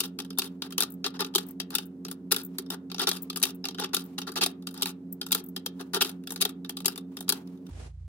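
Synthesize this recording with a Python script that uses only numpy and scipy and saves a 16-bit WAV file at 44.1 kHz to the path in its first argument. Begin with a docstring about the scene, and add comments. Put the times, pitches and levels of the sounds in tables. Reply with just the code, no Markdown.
"""Coins snap one by one through the sprung slot in the lid of a plastic counting jar, close up on a desk. Coins
tap on the lid or the pile and scrape in the slot; the flap snaps back, and each coin drops inside. Every
contact rings the lid, the coin, the jar's wall and the air within. Spare coins clink in the palm and fingers
rub on the jar. An appliance hums in the small room; near the end the background gives way abruptly to a low
drone, with a soft rustle."""
import sys
import numpy as np
from scipy import signal
from scipy.fft import rfft, irfft, next_fast_len
from scipy.io import wavfile
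from scipy.ndimage import map_coordinates

SR = 44100
rng = np.random.default_rng(int(sys.argv[2]) if len(sys.argv) > 2 else 0)


def inscribe(sig):
    """Save sig as 16-bit PCM at rate SR to the path in sys.argv[1].

    A 1-D sig is mono; a 2-D sig holds one channel per row.
    Samples are clipped to [-1, 1] before scaling.
    """
    pcm = np.round(np.clip(np.atleast_2d(sig).T, -1, 1) * 32767)
    wavfile.write(sys.argv[1], SR, pcm.astype(np.int16))


N = 356317

# Knock is the jar's dull body relative to a hit's level; treble is the coin's tick over the lid's clack.
# a coin goes through the slot: snap t/s, snap level/dB, knock/dB, treble/dB, rebound level/dB,
# fall time/s, landing level/dB, landing treble/dB, settling level/dB
COIN_DROPS = [(.0035, -19.5, -18, 2.5, -30.5, 0.033, -33, -4.5, -52.5),
              (0.3857, -18.5, -15.5, 6, -22, 0.033, -28.5, -7.5, -36.5),
              (0.8047, -16.5, -16, 4, -29.5, 0.028, -24, 1, -54.5),
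              (1.35, -19.5, -10.5, -4, -15.5, 0.031, -24, -1, -44.5),
              (1.7513, -17.5, -15.5, 2, -29.5, 0.032, -26, -4, -46),
              (2.3209, -14, -14, 5, -33.5, 0.042, -23.5, -.5, -37),
              (3.0898, -19.5, -24.5, 1, -37, 0.024, -24, -8, -36.5),
              (3.4277, -16.5, -21.5, 5, -15.5, 0.025, -27.5, 2, -36),
              (3.9454, -17.5, -28, 3.5, -40, 0.021, -23.5, -5, -40),
              (4.4363, -17.5, -28, -2.5, -30, .0246, -21, -1.5, -48),
              (4.8211, -20, -16, 1, -22.5, .0359, -25.5, -4.5, -35.5),
              (5.319, -17, -22.5, 3.5, -18.5, 0.029, -19.5, 4.5, -37.5),
              (6.0197, -16, -14, 0, -28.5, 0.027, -28.5, -3, -37.5),
              (6.415, -19, -24.5, 3.5, -17, 0.036, -20, -3.5, -48),
              (6.8572, -15.5, -22.5, 5.5, -35.5, .0229, -21.5, 1, -42.5),
              (7.2916, -15.5, -18, 3, -20, 0.031, -22, 2.5, -46)]
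# a coin taps on the lid or on the pile in the jar, and skips: t/s, level/dB, treble/dB
COIN_TAPS = [(0.188, -29, -7), (0.1997, -31.5, -5.5), (.248, -44.5, -4), (0.304, -37.5, -6.5),
             (0.6207, -27, -11.5), (.706, -44.5, -1), (0.723, -36.5, -2), (0.7802, -19, -1),
             (.822, -20.5, -5), (1.0422, -24.5, -18), (1.063, -24.5, -6.5), (1.2055, -25, -2.5),
             (1.2457, -31, -10), (1.2638, -44.5, 4), (1.6, -25.5, -7), (1.7046, -37.5, 2),
             (2.0493, -33, -6.5), (2.0832, -38.5, -2.5), (2.1127, -31.5, 6), (2.3437, -28, -1.5),
             (2.5842, -26, 1.5), (2.6616, -51, -11), (2.7028, -26, -2), (2.9, -45.5, -22),
             (2.9157, -33, -10), (2.9442, -32, -13.5), (2.9818, -32.5, -15), (2.9935, -24.5, -5),
             (3.016, -26.5, -0.5), (3.0705, -18.5, -12), (3.1684, -35.5, -1.5), (3.2997, -27.5, -8.5),
             (3.3597, -27.5, -1.5), (3.371, -27.5, 7.5), (3.641, -29.5, -20), (3.653, -25.5, -9.5),
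             (3.6854, -28.5, -10), (3.7456, -39.5, -13), (3.7983, -29.5, 4), (3.842, -27, -10),
             (4.187, -34, 6), (4.216, -33, -9.5), (4.2774, -34.5, -11), (4.3186, -39, 2), (4.3736, -29, -7),
             (4.4171, -29.5, 4), (4.623, -52.5, -3), (4.67, -29.5, -4.5), (4.71, -47, 6),
             (4.7414, -41.5, 4), (4.776, -38.5, -2.5), (5.2137, -26, -8.5), (5.2643, -34, 2.5),
             (5.5628, -28, -5.5), (5.661, -24.5, -2.5), (5.8097, -39, -2), (5.9446, -22, -3.5),
             (6.093, -34.5, 0.5), (6.237, -55, 0), (6.272, -33, -3), (6.305, -30.5, 2), (6.3205, -31, 13.5),
             (6.36, -32, -4.5), (6.492, -37.5, 1), (6.6463, -37.5, -14), (6.6938, -28.5, 0.5),
             (6.7689, -31, -3.5), (6.803, -38, -1.5), (6.958, -38.5, -2.5), (6.9766, -33, 0),
             (7.169, -33.5, -1.5), (7.2065, -33, 3.5)]
# a coin scrapes in the slot: start t/s, end t/s, level/dB, knock/dB, treble/dB
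SLOT_SCRAPES = [(0.033, 0.058, -39, -8, -1.5), (0.638, 0.673, -50, -2.5, -4),
                (1.043, 1.072, -33.5, -5.5, -11.5), (1.139, 1.171, -52, 2, -13),
                (1.193, 1.227, -32.5, -2, -10), (1.718, 1.751, -52, 2.5, -7.5),
                (2.314, 2.319, -19.5, -9.5, 1.5), (2.716, 2.748, -42, -0.5, 0),
                (2.996, 3.043, -31.5, -4.5, -9), (3.07, 3.087, -29, -1, -4),
                (3.785, 3.851, -36.5, -1.5, -14), (3.933, 3.945, -30, -2.5, -8),
                (4.18, 4.186, -28.5, -7.5, -13.5), (4.267, 4.299, -44, 1.5, -5),
                (4.357, 4.387, -32, -4, -5.5), (4.41, 4.436, -23.5, -8, -10.5), (4.75, 4.81, -54, -1, -10),
                (5.795, 5.817, -47, 1.5, -6), (5.935, 5.974, -31.5, -2.5, -4.5),
                (6.007, 6.019, -21.5, -7.5, -9), (6.409, 6.417, -23, -14.5, 5)]
# resonances of lid, coin, jar wall, enclosed air and palm-held coin rims: f/Hz, width/Hz, level/dB
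LID_MODES = [(2760, 300, -4), (3158, 120, 0), (3340, 110, -3), (3624, 140, 5), (3928, 810, -1.5),
             (4675, 91, -1), (4673, 340, -0.5), (5260, 280, -0.5), (5690, 890, -6.5)]
COIN_MODES = [(7060, 4500, -4), (8020, 150, 4), (9920, 520, 3), (10800, 800, -2.5), (11270, 760, 0),
              (12750, 280, -6), (12900, 2200, -5), (15440, 600, -3), (14900, 430, -6)]
WALL_MODES = [(729, 190, -5.5), (847, 137, 1), (1190, 100, 0.5), (1387, 150, 0), (1777, 280, -6)]
CAVITY_MODES = [(389.6, 60.4, 7.5), (435, 93, -2)]
RIM_MODES = [(9500, 4500, -17.5), (11100, 540, -12.5), (14100, 680, -0.5), (15500, 450, -1.5),
             (17370, 1100, 6)]
# coins slide over each other in the palm: start t/s, length/s, level/dB
PALM_SLIDES = [(0.052, 0.0087, -42), (0.905, .033, -40.5), (1.467, 0.039, -38.5), (1.857, .008, -47),
               (2.434, 0.03, -35.5), (3.222, 0.0088, -32.5), (3.547, 0.0096, -46.5), (4.041, 0.022, -45),
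               (5.126, .002, -32), (5.441, 0.048, -40)]
# fingers slide on the jar: middle t/s, length/s, level/dB
FINGER_RUBS = [(0.497, .1, -65), (1.478, 0.093, -61), (2.551, .12, -65.5), (3.23, .1, -60.5),
               (4.084, .15, -62.5), (5.82, .14, -63), (6.152, 0.073, -68), (7.188, 0.17, -64.5),
               (7.372, 0.067, -49.5), (7.518, 0.21, -67.5), (7.685, .04, -60)]
# fingernails tick on the jar: t/s, level/dB
NAIL_TICKS = [(7.473, -56), (7.574, -65), (7.666, -53)]
# the small room's decay: f/Hz, t60/s
ROOM_DECAY = [(300, .35), (1100, 0.36), (2200, 0.25), (4500, 0.15), (8000, 0.078), (15000, 0.022)]
# partials of the appliance's hum and of the low drone: f/Hz, level/dB
HUM_PARTIALS = [(88.9, -66), (177.8, -48.5), (182.4, -51.5), (193.6, -53.5), (223, -59.5), (255.5, -70),
                (266.8, -45.5), (283, -65), (365.2, -57), (444.6, -62.5)]
DRONE_PARTIALS = [(59.2, -45), (62, -64), (86.1, -46), (89, -54), (118.4, -58), (145.3, -56.5)]
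# noise colours of skin on plastic, the room's air and the rustle: f/Hz, level/dB
RUB_COLOUR = [(200, -38.5), (500, -7.5), (800, 1.5), (1200, -1.5), (1600, -10), (3000, -11.5), (7000, -18),
              (15000, -19.5)]
AIR_COLOUR = [(30, -30), (90, -21), (130, -4), (180, 2), (220, -5), (270, 10), (315, -3.5), (390, -2.5),
              (500, -10), (650, -16.5), (1200, -28.5), (2500, -41), (6000, -45.5), (16000, -49)]
RUSTLE_COLOUR = [(88, -17), (150, 0), (171, 0.5), (790, -9.5), (970, -14.5), (1520, -16.5), (8460, -23.5),
                 (11400, -30), (13000, -87)]
# the closing rustle swells and fades: t/s, level/dB
RUSTLE_ENVELOPE = [(7.68, -95), (7.71, -58), (7.81, -49.5), (7.87, -52), (7.93, -73.5), (8.08, -72.5)]


def coin_drops(push_lead_s=0.011, rebound_s=0.007):
    """Each coin pushes the sprung flap open; it snaps back, and the coin lands on the pile."""
    hits = []
    for s, db, knock_db, treble_db, rebound_db, fall_s, landing_db, landing_treble_db, _ in COIN_DROPS:
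        push = (max(s - push_lead_s, 0), db - 21.5, -6.5, -10)
        snap = (s, db, knock_db, treble_db)
        rebound = (s + rebound_s, rebound_db, -19, -2)
        landing = (s + fall_s, landing_db, -11, landing_treble_db)
        hits += [push, snap, rebound, landing]
    return coin_on_jar(hits, cavity_db=-10, wall_db=-1, lid_db=-1, coin_db=-2)


def pile_settling(count=9, wait_s=0.01, gap_s=0.0053, fade_db_per_s=175.5):
    """After each landing, neighbours in the pile shift in a quick, fading jingle."""
    hits = []
    for snap_s, *_, fall_s, _, _, db in COIN_DROPS:
        start = snap_s + fall_s + wait_s
        delays = gap_s * (np.arange(count) + rng.uniform(0, 0.72, count))
        hits += [(start + delay, db - fade_db_per_s * delay + rng.normal(0, 2.5), -11, 0)
                 for delay in delays]
    return coin_on_jar(hits, cavity_db=-10.5, wall_db=-2.5, lid_db=-2.5, coin_db=-4.5)


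def coin_taps(skips=2, skip_s=0.016, skip_loss_db=14, usual_db=-30):
    """A coin taps on the lid or on the pile in the jar, and skips, softer each time."""
    hits = []
    for s, db, treble_db in COIN_TAPS:
        flights = skip_s * np.exp(0.35 * rng.standard_normal(skips))
        delays = np.r_[0, np.cumsum(flights)]
        knock_db = -11 - 0.24 * (db - usual_db)  # gentle taps are duller, with more of the jar's knock
        hits += [(s + delay, db - k * skip_loss_db, knock_db, treble_db)
                 for k, delay in enumerate(delays)]
    return coin_on_jar(hits, cavity_db=-10, wall_db=-2, lid_db=-2, coin_db=-2.5)


def slot_scrapes(count=11):
    """A sliding coin sticks and slips: a gritty run of small, uneven contacts."""
    hits = []
    for start, end, db, knock_db, treble_db in SLOT_SCRAPES:
        step = (end - start) / count
        slips = start + step * (np.arange(count) + rng.uniform(-0.51, 0.44, count))
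        levels = db + 10 * np.log10(step / 0.0088) + rng.normal(0, 1, count)  # closer slips are softer
        hits += [(s, level, knock_db, treble_db) for s, level in zip(slips, levels)]
    return coin_on_jar(hits, cavity_db=-8, wall_db=1, lid_db=2, coin_db=0)


def coin_on_jar(hits, cavity_db, wall_db, lid_db, coin_db):
    """Hits (t/s, level/dB, knock/dB, treble/dB) layer a hollow knock, a lid clack and a coin tick."""
    s, db, knock_db, treble_db = np.transpose(hits)
    clack_db = db - 10 * np.log10(1 + amp(treble_db) ** 2)  # lid and coin share the level
    air = strike(s, db + knock_db + cavity_db, CAVITY_MODES,
                 graze_s=0.0045, spike=0.51, chatter_t60=0.036, detune=0.005, scatter_db=3, spread=0.2)
    wall = strike(s, db + knock_db + wall_db, WALL_MODES,
                  graze_s=0.0055, spike=0.77, chatter_t60=0.032, detune=0.0059, scatter_db=4, spread=0.8)
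    lid = strike(s, clack_db + lid_db, LID_MODES,
                 graze_s=0.0036, spike=0.4, chatter_t60=0.026, detune=0.007, scatter_db=4, spread=0.65)
    coin = strike(s, clack_db + treble_db + coin_db, COIN_MODES,
                  graze_s=0.0065, spike=0.6, chatter_t60=0.026, detune=0.04, scatter_db=1.8, spread=0.8)
    return air + wall * amp([[1.2], [-1.2]]) + lid * amp([[1], [-1.1]]) + coin * amp([[2], [-2.4]])


def strike(times, db, modes, graze_s, spike, chatter_t60, detune, scatter_db, spread, size=4096):
    """Each blow is a brief graze, a sharp spike and a dying chatter, rung through the modes."""
    lead = size // 16
    t = (np.arange(size) - lead) / SR
    hz = np.fft.rfftfreq(size, 1 / SR)
    chance = rng.standard_normal((len(times), 3, size))
    envelope = amp(-60 * np.where(t < 0, -t / graze_s, t / chatter_t60))
    chatter = unit(chance[:, :2] * envelope)
    mid = chatter[:, 0] + spike * unit(1. 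* (t == 0))
    side = spread * chatter[:, 1]
    force = np.array([mid + side, mid - side])
    body = 0
    for k, (centre, width, level) in enumerate(modes):
        pitch = centre * np.exp(detune * chance[:, 2, :1])  # coins differ in size and striking spot
        strength = (-1) ** k * amp(level + scatter_db * chance[:, 2, k + 1, None])
        body = body + strength * 1j * hz * width / (pitch ** 2 - hz ** 2 + 1j * hz * width)
    edges = [0.8 * modes[0][0], 1.2 * modes[-1][0]]  # little radiates beyond the outer modes
    body = body * signal.freqs(*signal.butter(2, edges, "bandpass", analog=True), hz)[1]
    ring = irfft(rfft(force) * body, size) * signal.windows.tukey(size, 0.06)
    attack_rms = np.sqrt(np.mean(ring[..., lead:2 * lead] ** 2, axis=(0, 2)))
    ring = ring * (amp(db) / attack_rms)[:, None]  # the first 6 ms set a blow's level
    where = np.round((np.abs(times) + 0.0008) * SR).astype(int)[:, None] + np.arange(size)
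    return np.array([np.bincount(where.ravel(), ear.ravel(), N + lead)[lead:N + lead] for ear in ring])


def palm_clinks(count=3):
    """Coins slide together in the palm, damped so that only their highest notes clink."""
    start, length, db = np.transpose(PALM_SLIDES)[..., None]
    chance = rng.standard_normal((len(PALM_SLIDES), 2, count))
    times = start + length * (np.linspace(0, 1, count) + 0.06 * chance[:, 0])
    levels = db + 2 * chance[:, 1]
    clinks = strike(times.ravel(), levels.ravel(), RIM_MODES,
                    graze_s=0.01, spike=0.8, chatter_t60=0.028, detune=0.008, scatter_db=2, spread=0.7)
    return clinks * amp([[1.5], [-3]])


def fingers():
    """Skin rubs in soft swells and nails tick as the fingers take hold of the jar."""
    t = np.arange(N) / SR
    grip = sum(amp(db) * np.exp(-(2 * (t - middle) / length) ** 2) for middle, length, db in FINGER_RUBS)
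    rub = grip * amp(3.5 * wobble(90)) * noise(RUB_COLOUR, split_hz=900)  # skin catches and slips
    ticks = [(s, db, -8, -2) for s, db in NAIL_TICKS]
    return rub + coin_on_jar(ticks, cavity_db=-8.5, wall_db=-1, lid_db=-0.5, coin_db=-3.5)


def desk_thumps(gain_db=-37, desk_hz=42, t60=0.05):
    """Each snap pushes the jar against the desk, adding a faint low thump."""
    s, db = np.transpose(COIN_DROPS)[:2]
    pushes = np.bincount(np.round(np.abs(s) * SR).astype(int), amp(db + gain_db), N)[:N]
    t = np.arange(SR // 4) / SR
    thump = np.sin(2 * np.pi * desk_hz * t) * amp(-60 * t / t60)
    return signal.fftconvolve(pushes, thump)[:N]


def room(x, near_db=-13, near_t60=0.068, far_db=-18):
    """Desk and corner walls answer at once; the rest of the room leaves a faint, darkening tail."""
    hz, t, spectrum = signal.stft(rng.standard_normal((2, SR // 2)), SR, nperseg=256)
    decay = amp(-60 * t / along(ROOM_DECAY, hz)[:, None])
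    far = signal.istft(spectrum * decay, SR, nperseg=256)[1]
    t = np.arange(far.shape[1]) / SR
    near = rng.standard_normal(far.shape) * amp(-60 * t / near_t60)
    answer = (amp(near_db) * unit(near) + amp(far_db) * unit(far)) / np.sqrt(len(t))
    return signal.fftconvolve(x, answer * np.clip(t / 0.004, 0, 1), axes=1)[:, :N]


def background(drop_s=7.7, crossfade_s=0.012):
    """A bed of motor hum and moving air; at 7.7 s it gives way abruptly to a low drone and a soft, grainy
    rustle."""
    t = np.arange(N) / SR
    late = np.clip((t - drop_s) / crossfade_s + 0.5, 0, 1)
    hum = tones(HUM_PARTIALS, drift_rad=0.28) + amp(-51.5) * noise(AIR_COLOUR, split_hz=670)
    rustle_db = np.interp(t, *np.transpose(RUSTLE_ENVELOPE)) + 1.1 * wobble(120)
    drone = tones(DRONE_PARTIALS, drift_rad=0.26) + amp(rustle_db) * noise(RUSTLE_COLOUR, split_hz=250)
    return ((1 - late) * hum + late * drone) * amp([[-0.9], [0.9]])


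def tones(partials, drift_rad):
    """Steady sines whose phases wander slightly."""
    t = np.arange(N) / SR
    return sum(np.sqrt(2) * amp(db) * np.sin(2 * np.pi * (hz * t + rng.random()) + drift_rad * wobble(1.8))
               for hz, db in partials)


def noise(colour, split_hz):
    """Coloured stereo noise, centred below split_hz and wide above."""
    mid, side = filtered(rng.standard_normal((2, N)), lambda hz: amp(along(colour, hz)))
    side = filtered(side, lambda hz: hz ** 2 / (hz ** 2 + split_hz ** 2))
    return unit(np.array([mid + side, mid - side]))


def filtered(x, response):
    """x shaped by a complex frequency response."""
    size = next_fast_len(N + SR // 2)
    return irfft(rfft(x, size) * response(np.fft.rfftfreq(size, 1 / SR)), size)[..., :N]


def wobble(rate):
    """A smooth random curve, rate knots a second."""
    return map_coordinates(rng.standard_normal(int(N * rate / SR) + 4), [np.arange(N) * rate / SR])


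def along(points, hz):
    """A curve through (f/Hz, value) points on a log frequency axis."""
    freqs, values = np.transpose(points)
    return np.interp(np.log(hz + 1), np.log(freqs), values)


def unit(x):
    """Each row at rms 1."""
    return x / np.sqrt(np.mean(x ** 2, axis=-1, keepdims=True) + 1e-20)


def amp(db):
    """Decibels to gain."""
    return 10 ** (np.asarray(db) / 20)


def scene():
    """Coins and hands up front and slightly left, over the room, the desk and the hum."""
    close = coin_taps() + slot_scrapes() + coin_drops() + pile_settling() + palm_clinks() + fingers()
    lag_s = np.array([[-2], [2]]) / SR  # the left ear hears it first
    close = filtered(close, lambda hz: np.exp(-2j * np.pi * hz * lag_s))
    return close + room(close) + desk_thumps() + background()


def record(dry, top_hz=16100):
    """A brick-wall low-pass trims the very top."""
    return filtered(dry, lambda hz: 1 / np.sqrt(1 + (hz / top_hz) ** 160))


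dry = scene()
out = record(dry)
inscribe(out)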